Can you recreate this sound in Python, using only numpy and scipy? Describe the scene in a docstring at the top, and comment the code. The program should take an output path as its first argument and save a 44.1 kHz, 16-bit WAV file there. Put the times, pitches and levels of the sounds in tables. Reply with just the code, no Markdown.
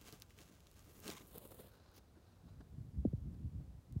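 """Handheld camera over dry grass

Pressed straw crackles, creaks and snaps in many tiny fractures. A hand rubs along the camera
case: friction fizz over a hollow body, then light slides and nudges. The rustle dies away to
a faint outdoor hush, and a light breeze buffets the microphone with rumble and eddy thumps."""
import sys
import numpy as np
from scipy import signal
from scipy.fft import rfft, irfft
from scipy.io import wavfile

SR = 44100
rng = np.random.default_rng(int(sys.argv[2]) if len(sys.argv) > 2 else 0)


def to_wav(sig):
    """Store sig (one row per channel, or 1-D mono) as 16-bit WAV at the path in sys.argv[1].

    Samples outside -1..1 are clipped; the rate is SR.
    """
    pcm = np.clip(np.atleast_2d(sig), -1, 1) * 32767
    pcm = np.round(pcm).astype(np.int16)
    wavfile.write(sys.argv[1], SR, pcm.T)  # frames by channels


N = 176400

# Distant outdoor hush (frequency [Hz], relative density [dB])
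HUSH_SPECTRUM = [(20, -16), (45, 0), (75, 4), (130, -3.5), (280, -11.5), (450, -14), (800, -19.5),
                 (1500, -28), (2500, -32), (4000, -32.5), (7000, -35.5), (10000, -37), (15800, -39)]
# Gusts on the microphone (time [s], relative level [dB])
GUST_LEVELS = [(2.38, -84), (2.45, -56.5), (2.5, -60.5), (2.61, -55), (2.69, -66.5), (2.79, -46),
               (2.93, -56), (2.99, -42), (3.03, -52), (3.08, -41), (3.115, -51), (3.15, -52), (3.186, -49),
               (3.222, -44.5), (3.31, -44), (3.384, -53.5), (3.46, -43), (3.51, -54), (3.59, -44),
               (3.66, -57.5), (3.732, -58.5), (3.774, -49), (3.82, -78), (3.88, -60.5), (3.92, -49.5),
               (4, -58)]
# Wind rumble (frequency [Hz], relative density [dB])
RUMBLE_SPECTRUM = [(20, -32), (35, -13.5), (55, 2.5), (85, 1), (140, -1), (210, -8.5), (290, -16),
                   (400, -31.5), (600, -48.5), (1200, -63)]
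# Eddies (time [s], level [dB], start pitch [Hz], end pitch [Hz], rise [s], low-pass [Hz])
EDDY_HITS = [(2.971, -35.5, 111, 62.5, 0.014, 397), (3.0486, -24.5, 432, 125, 0.007, 688),
             (3.072, -30.5, 151, 49.7, 0.0059, 550), (3.13, -30.5, 282, 74.7, 0.01, 636),
             (3.446, -38.5, 108, 69.4, 0.013, 395), (3.9581, -30.5, 277, 53.4, 0.0093, 357)]

# Light brushing ahead of the rub (time [s], level [dB])
BRUSH_LEVELS = [(.7, -83), (.8, -81), (.92, -74), (.98, -69.5), (1.12, -82), (1.2, -73), (1.28, -69),
                (1.32, -90)]
# Hand rubbing the case (time [s], fizz level [dB], relative body level [dB])
RUB_LEVELS = [(1.28, -75, -78), (1.325, -69.5, -70.5), (1.348, -61, -61.5), (1.378, -59, -57),
              (1.402, -70, -71), (1.43, -66, -65.5), (1.452, -59.5, -60.5), (1.484, -68.5, -70),
              (1.508, -66, -68), (1.519, -62, -63), (1.535, -65, -69), (1.575, -68, -70),
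              (1.596, -61.5, -60), (1.612, -61, -63), (1.64, -72, -69), (1.672, -68, -63),
              (1.708, -81, -82.5), (1.78, -79, -75)]
# Friction fizz (frequency [Hz], relative density [dB])
FIZZ_SPECTRUM = [(3000, -40), (6000, -6), (8500, 0.5), (10000, 3), (12000, 5.5), (15800, 5)]
# Hollow case body (frequency [Hz], relative density [dB])
CASE_SPECTRUM = [(70, -2), (170, 1), (300, -5.5), (420, -2.5), (530, 1.5), (720, -10.5), (1000, -12),
                 (1400, -17.5), (2200, -23), (3000, -18.5), (4000, -18.5), (4800, -23.5), (5800, -28.5),
                 (9000, -61)]
# Fingers sliding lightly (time [s], level [dB])
SLIDE_LEVELS = [(1.62, -95), (1.74, -72), (1.91, -72), (1.985, -72), (2.005, -80), (2.17, -84), (2.22, -80),
                (2.29, -73.5), (2.42, -83), (2.49, -76), (2.53, -77.5), (2.75, -98)]
# Sliding skin (frequency [Hz], relative density [dB])
SKIN_SPECTRUM = [(300, 6.5), (600, 0.5), (900, 2), (1100, -2), (1250, 1), (1500, 2), (2100, -15),
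                 (2700, -9), (3200, -13.5), (3900, -3), (4400, -7.5), (5000, -7.5), (5700, -15),
                 (6700, -13.5), (7600, -25), (15000, -38)]
# Grip slipping (time [s], length [s], level [dB])
SLIP_STROKES = [(1.935, 0.043, -68), (1.962, 0.021, -63.5), (1.977, 0.016, -61.5)]
# Slip friction (frequency [Hz], relative density [dB])
SLIP_SPECTRUM = [(300, 12.5), (500, 0), (1400, -13), (2100, -8), (2800, -9), (4000, -6), (4900, -3),
                 (5600, -7.5), (6600, -5), (7600, -19), (10000, -12), (13000, -10), (15800, -8)]
# Fingers nudging the case (time [s], length [s], level [dB])
NUDGE_STROKES = [(1.516, 0.011, -52.5), (1.5925, 0.015, -56.5), (2.155, 0.055, -67), (2.475, 0.029, -69),
                 (2.6035, 0.02, -55), (2.66, .02, -90), (3.337, 0.019, -60), (3.6, 0.034, -67.5)]
# Nudged case (frequency [Hz], relative density [dB])
NUDGE_SPECTRUM = [(100, -4), (280, 9.5), (520, -2.5), (900, -9), (1600, -10.5), (2300, -30), (4500, -23.5),
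                  (7000, -36), (12000, -45)]

# Scatter off nearby stalks (frequency [Hz], relative density [dB])
SCATTER_SPECTRUM = [(300, -0.5), (900, 8), (3500, 4.5), (7000, -12.5), (15000, -5.5)]
# Stalks snapping (time [s], peak [dB], high-pass [Hz], treble tilt [dB/octave])
STALK_SNAPS = [(0.0134, -43.5, 2650, -5), (.0235, -47.5, 1440, -11), (.1258, -39, 2750, -1),
               (0.2, -50, 6000, -9), (.2212, -36, 3000, 1.5), (0.3068, -54.5, 1800, -21),
               (0.3884, -45, 1560, -6.5), (.4155, -45.5, 2950, -17), (0.553, -58, 3040, -4),
               (0.6051, -51, 2820, -2), (0.67, -49.5, 2900, -5), (0.7145, -51, 3500, -1),
               (0.7932, -49.5, 5100, -3), (1.0026, -43, 6000, 11), (1.0794, -32, 3500, -6),
               (1.1023, -31, 2420, -17), (1.1227, -41, 8000, 6), (1.1814, -44, 2500, -8),
               (1.3823, -35.5, 8000, 5.5), (1.4755, -45, 9000, 11), (1.5175, -47, 4000, 6),
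               (1.9155, -60.5, 9000, 7), (1.9632, -52, 9000, 1), (3.9254, -49.5, 3440, -2)]
# Straw pressed and released (time [s], crackle level [dB], relative crunch level [dB])
PRESS_LEVELS = [(0, -72, -69), (.014, -67, -63), (.04, -69.5, -69), (.07, -60, -66), (.095, -59.5, -56.5),
                (.114, -66.5, -92), (.132, -59.5, -48.5), (.16, -68, -75), (.194, -75, -93),
                (.222, -66.5, -65), (.245, -79.5, -89), (.29, -80, -88), (.308, -71, -78), (.335, -80, -78),
                (.375, -72, -75), (.392, -66, -65), (.414, -63, -59), (.44, -73.5, -78), (.52, -73, -62.5),
                (.59, -77, -84), (.67, -78, -70), (.74, -76, -103), (.78, -69, -89), (.83, -75.5, -76),
                (.9, -69, -63), (.935, -75.5, -78), (.962, -68, -64.5), (1.015, -74, -68),
                (1.04, -58.5, -58), (1.076, -53, -53), (1.094, -52.5, -39), (1.112, -54, -57.5),
                (1.145, -64, -57), (1.18, -63, -73), (1.2, -67, -63), (1.25, -75.5, -63), (1.32, -77, -80)]
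# Crackle and ticks (frequency [Hz], relative density [dB])
STRAW_SPECTRUM = [(600, -2), (800, -1), (1100, -1.5), (1500, 0), (1800, -3.5), (2300, -4), (3100, -2),
                  (4400, -4.5), (5300, -4.5), (6800, -2.5), (8500, -8), (11500, -9.5), (15800, -10)]
# Low crunch (frequency [Hz], relative density [dB])
CRUNCH_SPECTRUM = [(80, -10.5), (150, -1.5), (240, -2), (320, -3), (420, -5.5), (600, -15), (800, -25),
                   (1000, -17)]
# Straw creaking as it settles (time [s], length [s], level [dB])
CREAK_STROKES = [(1.105, 0.04, -58), (1.148, 0.0092, -59), (1.163, 0.027, -58.5), (1.207, 0.019, -64)]
# Creak resonances (frequency [Hz], relative density [dB])
CREAK_SPECTRUM = [(600, -11), (850, -6), (1050, 1.5), (1450, -16), (2200, 0), (2850, -13), (3700, -0.5),
                  (4600, -29), (6600, -8), (9000, -16.5), (15000, -21)]

BAND_EDGE_HZ = 15900


def amp(db):
    """Decibels to gain."""
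    return 10 ** (np.asarray(db) / 20)


def unit_rms(x):
    """Scale to rms 1."""
    return x / np.sqrt(np.mean(x ** 2) + 1e-20)


def add(mix, start_s, sound):
    """Mix a sound in at start_s."""
    part = mix[max(round(start_s * SR), 0):][:len(sound)]
    part += sound[:len(part)]


def envelope(rows, column=1):
    """Gain over time from one dB column; silent outside its span."""
    rows = np.array(rows)
    return amp(np.interp(np.arange(N) / SR, np.sort(rows[:, 0]), rows[:, column], left=-140, right=-140))


def colour(x, spectrum):
    """Minimum-phase filter, falling 20 dB/octave past the spectrum's ends; output rms 1."""
    hz, db = np.transpose(spectrum)
    octave = np.log2(abs(np.fft.fftfreq(len(x), 1 / SR)) + 1)
    knots = np.log2(hz + 1)
    octaves_outside = abs(octave - np.clip(octave, knots[0], knots[-1]))
    gain_db = np.maximum(np.interp(octave, knots, db) - 20 * octaves_outside, -100)
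    response = np.exp(signal.hilbert(np.log(amp(gain_db))).conj())[:len(x) // 2 + 1]
    return unit_rms(irfft(rfft(x) * response, len(x)))


def flutter(rate_hz, depth_db):
    """Random gain wandering at up to about rate_hz."""
    hz = np.fft.rfftfreq(N, 1 / SR)
    wander = irfft(rfft(rng.standard_normal(N)) / (1 + (hz / rate_hz) ** 4), N)
    return amp(depth_db * unit_rms(wander))


def grains(per_s, spread_db, hiss):
    """Tiny clicks of uneven size over smooth friction hiss."""
    size = amp(spread_db * np.minimum(rng.exponential(1, N), 5))
    clicks = size * rng.choice([-1., 1.], N) * (rng.random(N) < per_s / SR)
    return unit_rms(clicks) + hiss * rng.standard_normal(N)


def friction(hiss):
    """Dense grains of one surface dragging over another."""
    return grains(per_s=7000, spread_db=2.4, hiss=hiss)


def strokes(rows, spectrum):
    """Short spells of friction: quick swell, slower fade."""
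    gain = np.zeros(N)
    for start_s, length_s, db in rows:
        progress = np.linspace(0, 1, round(length_s * SR))
        add(gain, start_s, amp(db) * np.sin(np.pi * progress ** 0.6))
    return gain * colour(friction(hiss=0.41), spectrum)


def hush(level_db=-65):
    """Steady, bass-heavy noise of the distant outdoors."""
    return amp(level_db) * colour(rng.standard_normal(N), HUSH_SPECTRUM)


def breeze(gain_db=-0.5):
    """Gusts buffet the microphone with a lumpy rumble."""
    turbulence = rng.standard_normal(N) * flutter(rate_hz=24.6, depth_db=2.5)
    return amp(gain_db) * envelope(GUST_LEVELS) * colour(turbulence, RUMBLE_SPECTRUM)


def eddies(sag_s=0.0084, edge_db=-9.5, edge_s=0.0023):
    """Each eddy strikes the microphone: a thump of quickly falling pitch."""
    out, t = np.zeros(N), np.arange(SR // 10) / SR
    for start_s, db, from_hz, to_hz, rise_s, top_hz in EDDY_HITS:
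        pitch_hz = to_hz + (from_hz - to_hz) * np.exp(-t / sag_s)
        phase = 2 * np.pi * np.cumsum(pitch_hz) / SR
        swell = (t / rise_s * np.exp(1 - t / rise_s)) ** 1.82
        edge = amp(edge_db) * (t / edge_s * np.exp(1 - t / edge_s)) ** 2
        thump = swell * np.sin(phase) + edge * np.sin(1.7 * phase)
        lowpass = signal.butter(5, top_hz, fs=SR, output="sos")
        add(out, start_s, amp(db) * signal.sosfilt(lowpass, thump))
    return out


def hand(body_gain_db=3):
    """Skin drags over the case: fine fizz, hollow body, slides, slips and nudges."""
    drag = friction(hiss=0.66) * flutter(rate_hz=88, depth_db=2.0)
    fizz = (envelope(RUB_LEVELS) + envelope(BRUSH_LEVELS)) * colour(drag, FIZZ_SPECTRUM)
    body = amp(body_gain_db) * envelope(RUB_LEVELS, column=2) * colour(drag, CASE_SPECTRUM)
    slides = envelope(SLIDE_LEVELS) * colour(drag, SKIN_SPECTRUM)
    slips = strokes(SLIP_STROKES, SLIP_SPECTRUM)
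    nudges = strokes(NUDGE_STROKES, NUDGE_SPECTRUM)
    return fizz + body + slides + slips + nudges


def scatter(x, gain_db=-18, decay_s=0.0071):
    """Direct sound plus a very short tail scattered by nearby stalks."""
    t = np.arange(SR // 20) / SR
    tail = colour(rng.standard_normal(len(t)), SCATTER_SPECTRUM) * np.exp(-t / decay_s)
    return x + amp(gain_db) * signal.oaconvolve(x, tail / np.linalg.norm(tail))[:N]


def snaps(crack_s=0.00026, tail_s=0.0085, tail_db=-39):
    """Stalks break: a sharp crack and a brief splintering tail each."""
    out, t = np.zeros(N), np.arange(2048) / SR
    hz = np.fft.rfftfreq(len(t), 1 / SR) + 1
    decay = np.exp(-t / crack_s) + amp(tail_db) * np.exp(-t / tail_s)
    for start_s, peak_db, low_hz, db_per_octave in STALK_SNAPS:
        tilt = amp(db_per_octave * np.log2(np.maximum(hz / low_hz, 1)))
        splinters = irfft(rfft(rng.standard_normal(len(t))) * tilt * (hz < BAND_EDGE_HZ))
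        highpass = signal.cheby1(2, 3, low_hz, "high", fs=SR)
        crack = signal.lfilter(*highpass, splinters * decay)
        add(out, start_s, amp(peak_db) * crack / abs(crack).max())
    return out


def straw(tick_gain_db=-5, tick_press_cap_db=-72, crunch_gain_db=-1):
    """Pressure on dry grass drives crackle, loose ticks and low crunch; settling straw creaks."""
    press = envelope(PRESS_LEVELS)
    fractures = grains(per_s=5000, spread_db=3.5, hiss=0.31) * flutter(rate_hz=130, depth_db=1.1)
    crackle = press * colour(fractures, STRAW_SPECTRUM)
    ticks = colour(grains(per_s=320, spread_db=3.2, hiss=0), STRAW_SPECTRUM)
    ticks *= amp(tick_gain_db) * np.minimum(press, amp(tick_press_cap_db))
    crunch = colour(grains(per_s=900, spread_db=3.5, hiss=0.38), CRUNCH_SPECTRUM)
    crunch *= amp(crunch_gain_db) * envelope(PRESS_LEVELS, column=2)
    return crackle + ticks + crunch + strokes(CREAK_STROKES, CREAK_SPECTRUM)


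def scene():
    """Straw, hand and wind over the hush; mono."""
    return (hush() + scatter(straw() + snaps()) + hand() + breeze() + eddies())[None]


def record(dry):
    """Steep low-pass at the band edge."""
    lowpass = signal.firwin(511, BAND_EDGE_HZ, window=("kaiser", 9), fs=SR)
    return signal.oaconvolve(dry, lowpass[None], "same")


dry = scene()
out = record(dry)
to_wav(out)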